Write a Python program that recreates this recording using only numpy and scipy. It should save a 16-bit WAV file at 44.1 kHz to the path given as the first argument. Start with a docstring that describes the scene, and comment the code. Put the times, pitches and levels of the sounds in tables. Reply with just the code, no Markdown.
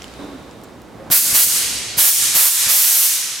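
"""In a workshop, an air gun is fitted to its hose coupler with light metal clicks, then fired five times.
Each squeeze shapes a bright turbulent hiss and a short duller chuff; low valve thumps punctuate them.
A decaying noise tail makes the hall ring on. Filtered noise makes the hose rub and squeak, gliding
tones make it groan, and low hum, rumble and a fading hiss lie underneath.
A gain control ducks each blast and swells the reverberation between them."""
import sys
import numpy as np
from scipy import signal
from scipy.fft import rfft, irfft
from scipy.io import wavfile
from scipy.ndimage import uniform_filter1d

SR = 44100
rng = np.random.default_rng(int(sys.argv[2]) if len(sys.argv) > 2 else 0)


def master_out(mix):
    """Clip the mix to full scale and print it as 16-bit PCM to the path in sys.argv[1]."""
    frames = np.transpose(np.atleast_2d(mix))
    ceiling = np.clip(frames, -1, 1)
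    pcm = np.round(ceiling * 32767).astype(np.int16)
    wavfile.write(sys.argv[1], SR, pcm)


N = 149940  # 3.4 s

NEAR_LIKENESS, NEAR_PAN_DB = 0.8, -2.5  # default stereo image: likeness 0-1, left minus right
TILT_PIVOT_HZ, HUMP_OCTAVES = 6000, 0.093  # where a tilt is neutral; width of a spectral hump


def amp(db):
    """Turns decibels into gain."""
    return 10 ** (np.asarray(db) / 20)


def unit(x):
    """Scales a signal to rms 1."""
    return x / np.sqrt(np.mean(x ** 2) + 1e-20)


def read(table, hz, axis=1):
    """Reads one column of a table, joined on a log-frequency axis."""
    columns = np.transpose(table)
    return np.interp(np.log(hz + 1), np.log(columns[0] + 1), columns[axis])


def level(curve, axis=1):
    """Draws a gain over time from a dB column of a curve."""
    columns = np.transpose(curve)
    return amp(np.interp(np.arange(N) / SR, columns[0], columns[axis]))


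def add(mix, start_s, sound):
    """Mixes a sound in at its start time."""
    part = mix[:, max(round(start_s * SR), 0):][:, :sound.shape[-1]]
    part += sound[..., :part.shape[1]]


def pair(z, likeness, pan_db):
    """Blends two unrelated signals into a partly alike, panned stereo pair."""
    likeness = np.clip(likeness, 0, 1)
    mid = np.sqrt((1 + likeness) / 2) * z[0]
    side = np.sqrt((1 - likeness) / 2) * z[1]
    return np.array([(mid + side) * amp(pan_db / 2), (mid - side) * amp(-pan_db / 2)])


def stereo_noise(gain, likeness, pan_db, size):
    """Shapes white noise by a gain over frequency into a stereo pair of rms 1."""
    spectra = rfft(rng.standard_normal((2, size)))
    return unit(irfft(pair(spectra, likeness, pan_db) * gain, size))


def noise(spectrum, tilt_db=0, stereo=None, hump_hz=1000, hump_db=0, size=N):
    """Colours stereo noise of rms 1 with a spectrum, a tilt and one hump."""
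    hz = np.fft.rfftfreq(size, 1 / SR)
    hump = hump_db * np.exp(-.5 * (np.log2((hz + 1) / hump_hz) / HUMP_OCTAVES) ** 2)
    tilt = tilt_db * np.log2(np.maximum(hz, 500) / TILT_PIVOT_HZ)
    likeness, pan_db = NEAR_LIKENESS, NEAR_PAN_DB
    if stereo is not None:
        likeness, pan_db = read(stereo, hz), read(stereo, hz, axis=2)
    return stereo_noise(amp(read(spectrum, hz) + hump + tilt), likeness, pan_db, size)


def resonances(rings):
    """Makes stereo noise of rms 1 ring in narrow resonances."""
    hz = np.fft.rfftfreq(N, 1 / SR)
    gain = sum(amp(db) / (1 + (2 * (hz - ring_hz) / width_hz) ** 2) for ring_hz, width_hz, db in rings)
    return stereo_noise(gain, NEAR_LIKENESS, NEAR_PAN_DB, N)


def waver(hz, size=N):
    """Makes random motion of rms 1, mostly slower than the given rate."""
    smoothing = 1 + (np.fft.rfftfreq(size, 1 / SR) / hz) ** 2
    return unit(irfft(rfft(rng.standard_normal(size)) / smoothing, size))


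def ramp(u):
    """Steps smoothly from 0 to 1."""
    return np.sin(np.pi / 2 * np.clip(u, 0, 1)) ** 2


# Trigger squeezes: start_s, length_s (start to onset of closing), opening_s, closing_s, level_db,
# treble_tilt_db_per_octave, hump_hz, hump_db
SQUEEZES = [(1.101, 0.05, 0.038, 0.09, -1, 0.5, 11700, 2.5),
            (1.327, 0.098, 0.051, 0.047, 0, 0.5, 11500, -1.5), (1.961, .115, 0.069, 0.067, 4.5, 0, 5790, 1),
            (2.325, 0.1394, 0.083, 0.058, 7.5, -0.5, 12900, 0.5),
            (2.667, 0.38, .055, 0.074, 2, 0.28, 5980, 2)]
# Jet colour: frequency_hz, relative_density_db
JET_SPECTRUM = [(100, -38), (400, -24), (1000, -16.5), (2500, -11.5), (5000, -7), (8500, -4), (11500, -0.5),
                (14000, -1), (16000, -8.5)]
# Stereo image of jet and clicks: frequency_hz, likeness_0_to_1, left_minus_right_db
JET_IMAGE = [(500, 1, -6), (3000, .75, -3.5), (7000, 0.65, -2), (12000, 0.92, -0.5)]
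# Duller chuff while the valve is only part open: frequency_hz, relative_density_db
CHUFF_SPECTRUM = [(150, -11.5), (600, -4), (1400, -0.5), (3000, 0.5), (5700, 0), (9000, -6), (16000, -13)]
CHUFF_DB, CHUFF_DECAY_S = -9.5, 0.085  # level against the hiss; time constant
DRIFT_DB_PER_S, VALVE_POWER = 2, 1.21  # rise of the hiss in a blast; valve opening to loudness


def jet():
    """Turbulent hiss follows the valve opening; each blast starts with a duller chuff."""
    out, t = np.zeros((2, N)), np.arange(SR) / SR
    for start_s, length_s, opening_s, closing_s, db, tilt_db, hump_hz, hump_db in SQUEEZES:
        valve = ramp(t / opening_s) * (1 - ramp((t - length_s) / closing_s))
        hiss = noise(JET_SPECTRUM, tilt_db, JET_IMAGE, hump_hz, hump_db, size=SR)
        hiss = hiss * amp(DRIFT_DB_PER_S * t)
        chuff = noise(CHUFF_SPECTRUM, stereo=JET_IMAGE, size=SR)
        chuff = chuff * amp(CHUFF_DB) * np.exp(-t / CHUFF_DECAY_S)
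        add(out, start_s, valve ** VALVE_POWER * amp(db) * (hiss + chuff))
    return out


# Valve and trigger thumps: start_s, level_db
THUMP_HITS = [(1.1, -19.5), (1.22, -38), (1.325, -22.5), (1.468, -21), (1.973, -23), (2.353, -19),
              (2.665, -18)]
# Thump colour: frequency_hz, relative_density_db
THUMP_SPECTRUM = [(30, -59), (70, -14), (120, -5), (270, -8), (500, -20), (1200, -21), (5000, -28.5)]
THUMP_RISE_S, THUMP_DECAY_S = 0.002, 0.0084


def thumps():
    """Low knocks as the valve opens or shuts: noise bursts that rise and die quickly."""
    out, t = np.zeros((2, N)), np.arange(8192) / SR
    envelope = ramp(t / THUMP_RISE_S) * np.exp(-t / THUMP_DECAY_S)
    for start_s, db in THUMP_HITS:
        add(out, start_s, amp(db) * envelope * noise(THUMP_SPECTRUM, size=len(t)))
    return out


# Coupler clicks: start_s, level_db, treble_tilt_db_per_octave, hump_hz, hump_db
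CLICK_HITS = [(0.0204, -23.5, -7, 5500, 12), (.031, -33, -2, 5600, 9), (0.0426, -24.5, -7, 3020, 8),
              (.081, -35, -7, 5000, 3), (0.139, -33, -5, 14000, 8), (.246, -42, 3, 14000, 10),
              (.5112, -37, -6, 8100, 4), (0.615, -44, 4, 6000, 3), (0.637, -32.5, 5, 13400, 15),
              (.644, -37, 5, 7500, 8), (.6863, -41, -11, 4200, 6), (0.818, -38, 5, 13000, 6)]
# Click colour: frequency_hz, relative_density_db
CLICK_SPECTRUM = [(500, -18), (2000, -6), (3100, 3.5), (4200, 4.5), (5600, 5.5), (7500, 9), (10000, -3),
                  (13000, -2), (16000, -10)]
# Ring of the coupler: frequency_hz, level_db (against the click level), t60_s
COUPLER_RING = [(2180, -29, 0.26), (3090, -27, .15), (4820, -33, .15), (5350, -22, 0.053),
                (7300, -23, 0.11)]
CLICK_DECAY_S = 0.0012


def clicks():
    """The plug ticks against the coupler: a tiny noise burst and a few decaying modes."""
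    out, t = np.zeros((2, N)), np.arange(8192) / SR
    ring = sum(amp(db - 60 * t / t60_s) * np.sin(2 * np.pi * hz * t) for hz, db, t60_s in COUPLER_RING)
    for start_s, db, tilt_db, hump_hz, hump_db in CLICK_HITS:
        tick = noise(CLICK_SPECTRUM, tilt_db, JET_IMAGE, hump_hz, hump_db, size=len(t))
        add(out, start_s, amp(db) * (np.exp(-t / CLICK_DECAY_S) * tick + ring))
    return out


# Hose sliding and handling: time_s, level_db
RUB_LEVEL = [(0, -45), (.16, -43), (.2, -34), (.36, -39), (.42, -40), (.65, -42), (.83, -43.5),
             (1.0, -38.5), (1.1, -36.5), (1.25, -37), (3.4, -39)]
# Rubbing colour: frequency_hz, relative_density_db
RUB_SPECTRUM = [(40, -20), (130, -2), (240, 1), (480, -2), (800, -6), (1500, -12.5), (3000, -23.5),
                (8000, -33), (16000, -43)]


def rubbing():
    """Hose and gloves rub: mostly low noise that follows a level curve."""
    return noise(RUB_SPECTRUM) * level(RUB_LEVEL)


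# Thin squeak of the turning hose: time_s, level_db
SQUEAK_LEVEL = [(0, -68), (.16, -53), (.21, -46), (.4, -52), (.55, -57), (1.1, -69), (3.4, -85)]
# Squeak resonances: frequency_hz, width_hz, relative_level_db
SQUEAK_MODES = [(1108, 67, 5), (3650, 200, -3.5), (3970, 80, -5), (8700, 270, -21.5)]


def squeak():
    """The turning hose squeaks: noise rings in narrow resonances."""
    return resonances(SQUEAK_MODES) * level(SQUEAK_LEVEL)


# Rubbery groans of hose and glove: start_s, length_s, first_pitch_hz, last_pitch_hz, level_db
GROAN_SLIDES = [(0.181, .2, 291.4, 237, -38), (.99, 0.082, 538, 510, -39)]
GROAN_EDGE_S, OVERTONE_DB = 0.015, -20  # fade at each end; octave against the fundamental
GROAN_JITTER, GROAN_BEND = 0.024, 4.1  # rms share of the pitch; exponent, so most of the fall comes late


def groans():
    """Hose and gloves catch twice: a rough tone and its octave sink in pitch."""
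    out, t = np.zeros((2, N)), np.arange(SR) / SR
    for start_s, length_s, first_hz, last_hz, db in GROAN_SLIDES:
        hz = first_hz + (last_hz - first_hz) * np.minimum(t / length_s, 1) ** GROAN_BEND
        phase = 2 * np.pi * np.cumsum(hz * (1 + GROAN_JITTER * waver(100, size=SR))) / SR
        tone = unit(np.sin(phase) + amp(OVERTONE_DB) * np.sin(2 * phase))
        tone = tone * amp(db + 2.5 * waver(71, size=SR))
        tone = tone * ramp(t / GROAN_EDGE_S) * ramp((length_s - t) / GROAN_EDGE_S)
        add(out, start_s, pair([tone, tone], 1, NEAR_PAN_DB))
    return out


# Hall reverberation: frequency_hz, t60_s, relative_level_db, likeness_0_to_1
HALL_BANDS = [(200, 3.6, -15.5, 0.7), (940, 3.2, -5.5, 0.72), (2310, 3.55, -1, 0.58), (4860, 2.23, 0, 0.5),
              (8360, 1.254, 0.5, 0.7), (12000, 0.84, -5, 0.77), (16000, 0.44, -3.5, 0.83)]
HALL_DELAY_S, HALL_BUILD_S, HALL_PAN_DB = 0.0046, 0.0067, -1.05


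def hall_tail():
    """Random echoes die away band by band, the treble first."""
    hz, t, z = signal.stft(rng.standard_normal((2, 2 * SR)), SR, nperseg=256)
    t60, db, likeness = (read(HALL_BANDS, hz, axis=k)[:, None] for k in (1, 2, 3))
    decay = np.exp(-np.log(1000) * t / t60)
    even_energy = np.sqrt(2 * np.log(1000) / t60 / SR)  # long tails get no louder than short ones
    z = pair(z, likeness, HALL_PAN_DB) * amp(db) * decay * even_energy
    tail = signal.istft(z, SR, nperseg=256)[1]
    return tail * ramp((np.arange(tail.shape[1]) / SR - HALL_DELAY_S) / HALL_BUILD_S)


HALL_DRIFT_HZ = 9  # full rounds of the echo sets per second


def hall(x, count=10):
    """The sound crossfades round a cycle of echo sets."""
    turn = np.arange(N) / SR * HALL_DRIFT_HZ * count
    out = np.zeros((2, N))
    for k in range(count):
        share = np.sqrt(ramp(1 - abs((turn - k) % count - 1)))  # equal-power crossfade
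        out += signal.fftconvolve((x.mean(0) * share)[None], hall_tail(), axes=1)[:, :N]
    return out


# Low hum lines of the workshop: frequency_hz, width_hz
HUM_TONES = [(63, 19.7), (112, 13)]
# Hum swells: time_s, lower_line_db, upper_line_db
HUM_LEVEL = [(0, -47.5, -66), (.7, -55, -54), (.95, -53, -57), (1.7, -45, -53.5), (2.3, -53, -41),
             (2.7, -53, -43.5), (3.0, -60, -55.5), (3.4, -65, -46)]


def hum():
    """Two low lines swell and fade, each a narrow noise band plus a wavering sine."""
    out, pan = np.zeros((2, N)), amp([[NEAR_PAN_DB / 2], [-NEAR_PAN_DB / 2]])
    for k, (hz, width_hz) in enumerate(HUM_TONES):
        rough = resonances([(hz, width_hz, 0)])
        sine = np.sin(2 * np.pi * np.cumsum(hz + width_hz / 4 * waver(16)) / SR)
        out += level(HUM_LEVEL, axis=k + 1) * (rough + sine * pan)
    return out


# Workshop rumble colour: frequency_hz, relative_density_db
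RUMBLE_SPECTRUM = [(20, -17), (40, -15), (60, -3), (110, -5), (180, -0.5), (300, 0.5), (700, -6.5),
                   (1500, -21), (4000, -27), (9000, -30.5), (16000, -39)]
# Hiss dying away in the hall at the start: frequency_hz, relative_density_db
HISS_SPECTRUM = [(300, -5), (1500, 2), (4000, -1.5), (8000, -9.5), (11000, -14), (16000, -26)]
RUMBLE_DB, HISS_DB, HISS_FADE_DB_PER_S = -43, -42, 17  # the hiss level is where it starts


def background():
    """Steady low-weighted noise is the workshop rumble; a wider hiss fades over it."""
    rumble = amp(RUMBLE_DB) * noise(RUMBLE_SPECTRUM)
    fade = amp(HISS_DB - HISS_FADE_DB_PER_S * np.arange(N) / SR)
    return rumble + fade * noise(HISS_SPECTRUM, stereo=[(1000, 0.44, 0)])


CLICK_WET_DB = -15  # clicks sent to the hall


def scene():
    """Sets gun, hose and workshop together, with gun and coupler feeding the hall."""
    air, ticks, knocks = jet(), clicks(), thumps()
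    echoes = hall(air + knocks + amp(CLICK_WET_DB) * ticks)
    handling = rubbing() + squeak() + groans()
    return air + ticks + knocks + echoes + handling + hum() + background()


LIMIT_DB, SLOPE = -10.5, 0.96  # threshold; dB of cut wanted per dB above it
ATTACK_S, RECOVER_DB_PER_S = 0.0023, 63
MEMORY_S, SLOW_CUT_SHARE = .8, 0.22  # memory time constant; share of it added to the cut


def gain_control(x, size=64):
    """Ducks quickly and recovers, but only as far as a slowly charged memory of the cut allows."""
    step_s = size / SR
    power = uniform_filter1d((x ** 2).mean(0), size=2 * size)[::size]
    over_db = np.maximum(10 * np.log10(abs(power) + 1e-12) - LIMIT_DB, 0)
    cut, memory, cuts = 0, 0, []
    for want in SLOPE * over_db:
        if want > cut:
            cut += (want - cut) * (1 - np.exp(-step_s / ATTACK_S))
        else:
            cut = max(cut - RECOVER_DB_PER_S * step_s, want, min(cut, memory))
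        memory += (cut - memory) * step_s / MEMORY_S
        cuts.append(cut + SLOW_CUT_SHARE * memory)
    return x * amp(-np.interp(np.arange(N), np.arange(len(cuts)) * size, cuts))


CUTOFF_HZ = 16080


def record(dry):
    """Applies gain control, hard clipping and a steep treble limit."""
    loud = np.clip(gain_control(dry), -1, 1)
    low_pass = signal.firwin(401, CUTOFF_HZ, window=("kaiser", 8), fs=SR)
    return signal.oaconvolve(loud, low_pass[None], "same")


dry = scene()
out = record(dry)
master_out(out)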